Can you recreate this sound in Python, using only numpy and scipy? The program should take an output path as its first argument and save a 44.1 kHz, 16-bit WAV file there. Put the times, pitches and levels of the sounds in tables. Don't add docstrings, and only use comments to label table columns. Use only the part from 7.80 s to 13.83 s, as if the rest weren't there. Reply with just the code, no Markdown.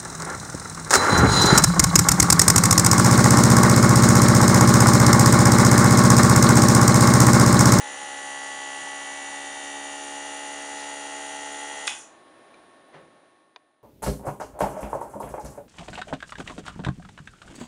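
import sys
import numpy as np
from scipy import signal
from scipy.fft import rfft, irfft, next_fast_len
from scipy.io import wavfile
from scipy.ndimage import uniform_filter1d, map_coordinates

SR = 44100
rng = np.random.default_rng(int(sys.argv[2]) if len(sys.argv) > 2 else 0)


def digitize_waveform(pressure):
    field = np.atleast_2d(pressure).T
    bounded = np.clip(field, -1, 1)
    quanta = np.round(bounded * 32767).astype(np.int16)
    wavfile.write(sys.argv[1], SR, quanta)


def how_loud(loudness_db):
    steps = np.asarray(loudness_db, float) / 20
    return 10 ** steps


N = 265923
TIME_S = np.arange(N) / SR
OFF_S = 4.075


def unit(x):
    return x / np.sqrt(np.mean(x ** 2) + 1e-20)


def along(points, hz):
    f, v = np.transpose(points)
    return np.interp(np.log(hz + 1), np.log(f + 1), v)


def since(s):
    return np.maximum(TIME_S - s, 0)


def swell(peak_s, peak_db, rise, fall):
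    late = TIME_S - peak_s
    return how_loud(peak_db + np.where(late < 0, rise, -fall) * late)


def wobble(rate):
    knots = rng.standard_normal(int(N * rate / SR) + 4)
    return map_coordinates(knots, [np.arange(N) * rate / SR], order=1)


def filtered(x, response):
    m = next_fast_len(N + SR // 2)
    return irfft(rfft(x, m) * response(np.fft.rfftfreq(m, 1 / SR)), m)[:N]


def peaks(modes, hz):
    return np.sqrt(sum(how_loud(2 * db) / (1 + (2 * (hz - c) / w) ** 2) for c, w, db in modes))


def noise(response):
    return unit(filtered(rng.standard_normal(N), response))


def clicks(rows, crack, attack):
    out = np.zeros(N + SR)
    t = np.arange(SR // 5) / SR
    for s, db, hz, t60 in rows:
        ragged = 1 + crack * unit(uniform_filter1d(rng.standard_normal(len(t)), size=16))
        envelope = how_loud(db - 60 * t / t60) * (1 - np.exp(-t / attack)) * ragged
        out[round(s * SR):][:len(t)] += envelope * np.sin(2 * np.pi * hz * t)
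    return out[:N]


# pitch_hz, density_db
MURMUR = [(25, -38), (60, -25), (200, -14), (344, -4), (464, -12.5), (610, -5.5), (1000, -13.5),
          (1700, -17), (3000, -25.5), (3600, -23.5), (4500, -31.5), (7300, -36.5), (7900, -46), (8600, -33),
          (11500, -37)]
# pitch_hz, rms_db
APPLIANCE_TONES = [(1099, -66.5), (1798.5, -72), (2799, -86.5), (3998.6, -83.5)]
# pitch_hz, level_db
MAINS_BUZZ = [(1500, -60.5), (2000, -13), (2300, -8), (4000, -10), (5000, -17), (5800, -23), (6500, -19.5),
              (7900, -23.5), (9000, -13.5), (9200, 0), (9500, -5.5), (10400, -9.5), (11000, -14),
              (11500, -20.5)]


def room_tone():
    hum = sum(how_loud(db + 6.5 + 0.88 * wobble(7.4)) * np.sin(2 * np.pi * hz * TIME_S)
              for hz, db in APPLIANCE_TONES)

    mains_hz = 49.985
    order = np.arange(513)
    strength_db = along(MAINS_BUZZ, order * mains_hz) + 2.5 * rng.standard_normal(len(order))
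    strength_db -= 4 * (order % 2)
    phase = np.exp(2j * np.pi * rng.random(len(order)))
    cycle = irfft(how_loud(strength_db) * (order * mains_hz < 12000) * phase)
    place = TIME_S * mains_hz % 1 * len(cycle)
    buzz = unit(map_coordinates(cycle, [place], mode="grid-wrap"))

    murmur_db = -53.5 - 1 * since(OFF_S) + 0.68 * wobble(4)
    murmur = noise(lambda hz: how_loud(along(MURMUR, hz)))
    return hum + how_loud(-70.5) * buzz + how_loud(murmur_db) * murmur


# pitch_hz, t60_s
WALL_DECAY = [(200, .5), (1000, 0.45), (3000, 0.29), (8000, 0.29)]


def walls(x):
    hz, t, z = signal.stft(rng.standard_normal(SR // 2), SR, nperseg=256)
    decay = how_loud(-60 * t / along(WALL_DECAY, hz)[:, None])
    tail = signal.istft(z * decay, SR, nperseg=256)[1]
    return signal.fftconvolve(np.pad(x, (200, 0)), tail / np.linalg.norm(tail))[:N]


# start_s, peak_db, pitch_hz, t60_s
KNOCKS = [(.22, -52, 182, .2), (.45, -56, 130, .15), (1.0, -55, 106, .2), (1.01, -49, 190, .2),
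          (1.715, -55, 140, .12), (2.35, -54, 150, .12), (4.08, -54, 199, .2), (4.1, -48.5, 319, .2),
          (5.146, -41, 153, .15), (5.15, -48, 330, .12), (5.225, -50, 156, .15)]
# pitch_hz, density_db
CLOTH_COLOUR = [(240, -26), (400, -4), (797, -8.5), (926, -9), (1010, -9), (1850, -12), (5850, -34.5),
                (8000, -43.5), (10400, -73), (17600, -120)]


def bump():
    wood = [(190, 85, -3.5), (314, 68, -2.0), (510, 110, -2)]
    fabric = [(2500, 500, -2.5), (3880, 700, 0), (5300, 500, -2)]
    body = swell(5.162, -48, rise=420, fall=70) * noise(lambda hz: peaks(wood, hz) ** 2)
    sleeve = swell(3.0, -46.5, rise=250, fall=200) * noise(lambda hz: peaks(fabric, hz))
    scuff = swell(5.144, -44.5, rise=900, fall=160) * noise(lambda hz: how_loud(along(CLOTH_COLOUR, hz)))
    return clicks(KNOCKS, crack=0, attack=0.0062) + body + scuff + sleeve


# start_s, peak_db, pitch_hz, t60_s
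TAPS = [
    (3.7452, -41, 3500, .06),
    (4.7396, -49, 1300, 0.014),
    (4.7403, -47, 2400, 0.033),
    (4.7426, -46, 480, 0.023),
    (4.7436, -49, 2300, 0.035),
    (4.7421, -50, 4000, .025),
    (4.7431, -55, 6340, .015),
]
# start_s, peak_db, pitch_hz, t60_s
LAST_SNAP = [(5.7608, -28, 1000, 0.025), (5.7608, -26, 3670, 0.011), (5.7608, -29, 4700, 0.011),
             (5.7612, -39, 6340, 0.013), (5.7618, -30, 2430, 0.016), (5.7612, -36, 1600, 0.016),
             (5.7641, -36.5, 440, .03), (5.761, -34, 2840, .011), (5.7626, -37, 1900, .025),
             (5.7665, -37, 750, .03)]


def small_ticks():
    ticks = clicks(TAPS + LAST_SNAP, crack=.35, attack=0.00034)
    return filtered(ticks, lambda hz: 1 / (1 + (hz / 6800) ** 14))


# start_s, peak_db, pitch_hz, t60_s
ROCKER = [(4.0712, -20, 8460, 0.0095), (4.0713, -23.5, 6500, 0.012), (4.0716, -26, 4750, 0.011),
          (4.0724, -28.5, 7100, 0.0091), (4.0757, -18.5, 3460, 0.011), (4.0763, -19, 1834, 0.0065),
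          (4.0764, -18.5, 5440, 0.0072), (4.0766, -22, 10200, .008), (4.0768, -19, 2900, 0.0097),
          (4.0785, -13, 2067, 0.0088), (4.0766, -24, 4230, 0.011), (4.078, -23, 2500, 0.037),
          (4.077, -23.5, 1190, .015)]


def rocker_switch():
    return clicks(ROCKER, crack=0.76, attack=0.00027)


# pitch_hz, level_db
ECHO_COLOUR = [(300, -6.5), (1000, -5), (1900, -5.5), (2600, -0.5), (3300, 4), (4000, -5), (5000, -1.5),
               (6500, -1), (10000, -2)]


def hits_in_room():
    switch, ticks = rocker_switch(), small_ticks()
    answer = how_loud(-2) * walls(switch) + how_loud(-24) * walls(ticks)
    echo = filtered(answer, lambda hz: how_loud(along(ECHO_COLOUR, hz)))
    return filtered(switch + ticks + echo, lambda hz: hz ** 4 / (hz ** 4 + 350 ** 4))


# pitch_hz, width_hz, level_db
JET_CAVITIES = [(5970, 480, -4), (6920, 224, -0.5), (8576, 110, -8.5), (9340, 147, -9.5), (10450, 200, -17)]
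# share_db, lasts_s, dies_db_per_s
HOSE_EMPTYING = [
    (-1.5, .14, 150),
    (-6, .12, 200),
]


def jet():
    off = since(OFF_S)
    puff_db = 6.5 * (off > 0) * np.exp(-off / .025)
    hiss_db = -42 + puff_db - 20 * off
    hiss = np.zeros(N)
    for cavities, (share_db, lasts, dies) in zip((JET_CAVITIES[:2], JET_CAVITIES[2:]), HOSE_EMPTYING):
        air = noise(lambda hz: peaks(cavities, hz) * (hz / 6000) ** 1.64)
        hiss += how_loud(hiss_db + share_db - dies * since(OFF_S + lasts)) * air
    return hiss


# pitch_hz, density_db
RATTLE_COLOUR = [(35, -56), (60, -28), (230, -22.5), (277, -13), (375, -19.5), (637, -14), (701, -14.5),
                 (846, 1), (1000, -10), (1670, -10), (1940, -6), (2180, -19.5), (2780, -7), (3900, -18),
                 (4910, -22.5), (5500, -28.5), (7150, -48), (12100, -120)]
# pitch_hz, width_hz, level_db
CASING_MODES = [(834, 130, 2.5), (2100, 160, 5.5), (3270, 250, -2), (4460, 22, -3), (4070, 80, -20)]


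def valve_rattle(turn):
    colour = noise(lambda hz: how_loud(along(RATTLE_COLOUR, hz)) * np.sqrt(1 + peaks(CASING_MODES, hz) ** 2))
    jolt_db, jolt_s = 5, .025
    level_db = -44.5 + .5 * wobble(3) + jolt_db * np.minimum(since(OFF_S) / jolt_s, 1)
    level_db -= 120 * since(OFF_S + jolt_s)
    return how_loud(level_db) * unit(colour * (1 + 0.37 * np.cos(turn)))


# time_s, turns_per_s
SHAFT_SPEED = [(0, 69.53), (.2, 69.62), (.6, 69.91), (1, 70.1), (1.6, 70.43), (2, 70.61), (2.4, 70.86),
               (2.8, 70.94), (3, 70.93), (3.2, 71.03), (3.6, 71.16), (3.8, 71.26), (4.2, 71.3)]
LOW_ORDERS = [-67, -79, -65, -64, -57.5, -58, -48.5, -50.5, -50.5, -66.5, -47.5, -39.5, -54.5, -62,
              -62.5, -72, -59, -54, -40, -52, -54, -56, -59, -57.5, -44, -42.5, -51, -46.5, -44, -54]
MIDDLE_ORDERS = [-60, -64, -60.5, -62.5, -70.5, -58.5, -59.5, -55, -66.5, -45, -48, -52.5, -56.5, -50, -56.5,
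                 -57.5, -69.5, -64.5, -72.5, -63, -72.5, -68, -78, -60, -58.5, -57.5, -76.5, -65, -62, -62]
HIGH_ORDERS = [-64, -74, -68, -71, -59, -69.5, -65.5]
# pitch_hz, width_hz, level_db
TABLE_AND_SHELL_MODES = [(283.6, 12, 19), (428, 11, 8), (492.1, 6.8, -9.5), (639.5, 7.2, 5.5), (712, 5.2, 13),
                         (775.5, 8, 5), (843.5, 4.8, -5), (1120.5, 25.5, 25.5), (1333.6, 36, -25), (1780, 12, -16.5),
                         (1818.9, 24.6, -18), (1905, 12, 8), (1962, 30, 10.5), (2047, 24, -15.5),
                         (2117.9, 20, -25.0), (2250, 17.6, 15.5), (2332.2, 20, 10), (2787, 23, -9.5),
               (2910, 49.5, -11.3), (3002, 42.2, -13), (3121.2, 11.4, -11), (3247.1, 11.5, -25.0),
               (3289.3, 20.5, 14), (3450.3, 150, 12.5), (3595, 25.9, 16), (3670, 38.4, 12.5),
               (3963, 45.4, -17.5), (4685.2, 23.4, 11)]
# start_s (its middle), length_s, pitch_hz, level_db
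TONE_FALTERS = [(.045, 0.035, 835, 5.5), (.12, .05, 835, -16), (0.212, 0.071, 835, 4),
                (.2, 0.051, 1950, -4), (.55, .12, 1817, -5), (.85, 0.091, 1890, -16),
                (2.25, 0.082, 1980, -10), (3, .08, 851, 2.5), (3.473, .08, 853, -3), (3.7, .5, 569, -6),
                (3.85, .15, 1920, 4), (4.02, 0.11, 285, -7.5)]


def compressor():
    speed = np.interp(TIME_S, *np.transpose(SHAFT_SPEED))
    turn = 2 * np.pi * np.cumsum(speed * (1 + .0002 * wobble(30))) / SR
    slow = np.arange(0, N, 128)
    run = np.arange(round((OFF_S + .4) * SR))
    off = since(OFF_S)[slow]
    coast_db = -16 * np.minimum(off / 0.027, 1) - 220 * off
    rock_db = -40 * (off / .18) ** 3

    def waver(rate):
        return np.interp(slow * rate / SR, np.arange(100), rng.standard_normal(100))

    tones = np.zeros(N)
    for k, order_db in enumerate(LOW_ORDERS + MIDDLE_ORDERS + HIGH_ORDERS, 1):
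        hz = k * speed[slow]
        level_db = order_db + (0.5 + 0.015 * k) * waver(2) + 0.53 * waver(14)
        for c, w, db in TABLE_AND_SHELL_MODES:
            level_db += db / (1 + (2 * (hz - c) / w) ** 2)
        for s, length, c, db in TONE_FALTERS:
            this_order = abs(hz - c) < speed[0] / 2
            level_db += db * np.exp(-((slow / SR - s) / length) ** 2) * this_order
        level_db += rock_db if k == 1 else coast_db
        strength = np.interp(run, slow, how_loud(level_db))
        tones[:len(run)] += strength * np.sin(k * turn[run] + rng.uniform(0, 2 * np.pi))
    return tones + valve_rattle(turn)


def scene():
    return (room_tone() + bump() + hits_in_room() + jet() + compressor())[None]


# pitch_hz, level_db
BAND_EDGES = [(25, -6.5), (55, -1.5), (10500, 0.5), (11200, -12), (11700, -26.5), (11950, -38.5),
              (12100, -92)]


def narrow_band(x):
    return filtered(x, lambda hz: how_loud(along(BAND_EDGES, hz)))


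VOLUME_STEPS = [-67, -67, -69, -74, -65, -66.5, -73, -85]


def stepped_fade(x):
    end_s, length_s = 6.24, 1.31
    first_s, every_s = 4.5859, .12513
    jumps = np.zeros(N)
    for k, db in enumerate(VOLUME_STEPS):
        jumps[round((first_s + k * every_s) * SR)] = how_loud(db + 15)
    ticks = filtered(jumps, lambda hz: (hz > 9000) & (hz < 16000))
    return x * np.clip((end_s - TIME_S) / length_s, 0, 1) + ticks


def band_limit(x):
    return signal.sosfilt(signal.butter(12, 16000, fs=SR, output="sos"), x)


def record(dry):
    mix = stepped_fade(narrow_band(dry[0]))[None]
    return band_limit(mix)


dry = scene()
out = record(dry)
digitize_waveform(out)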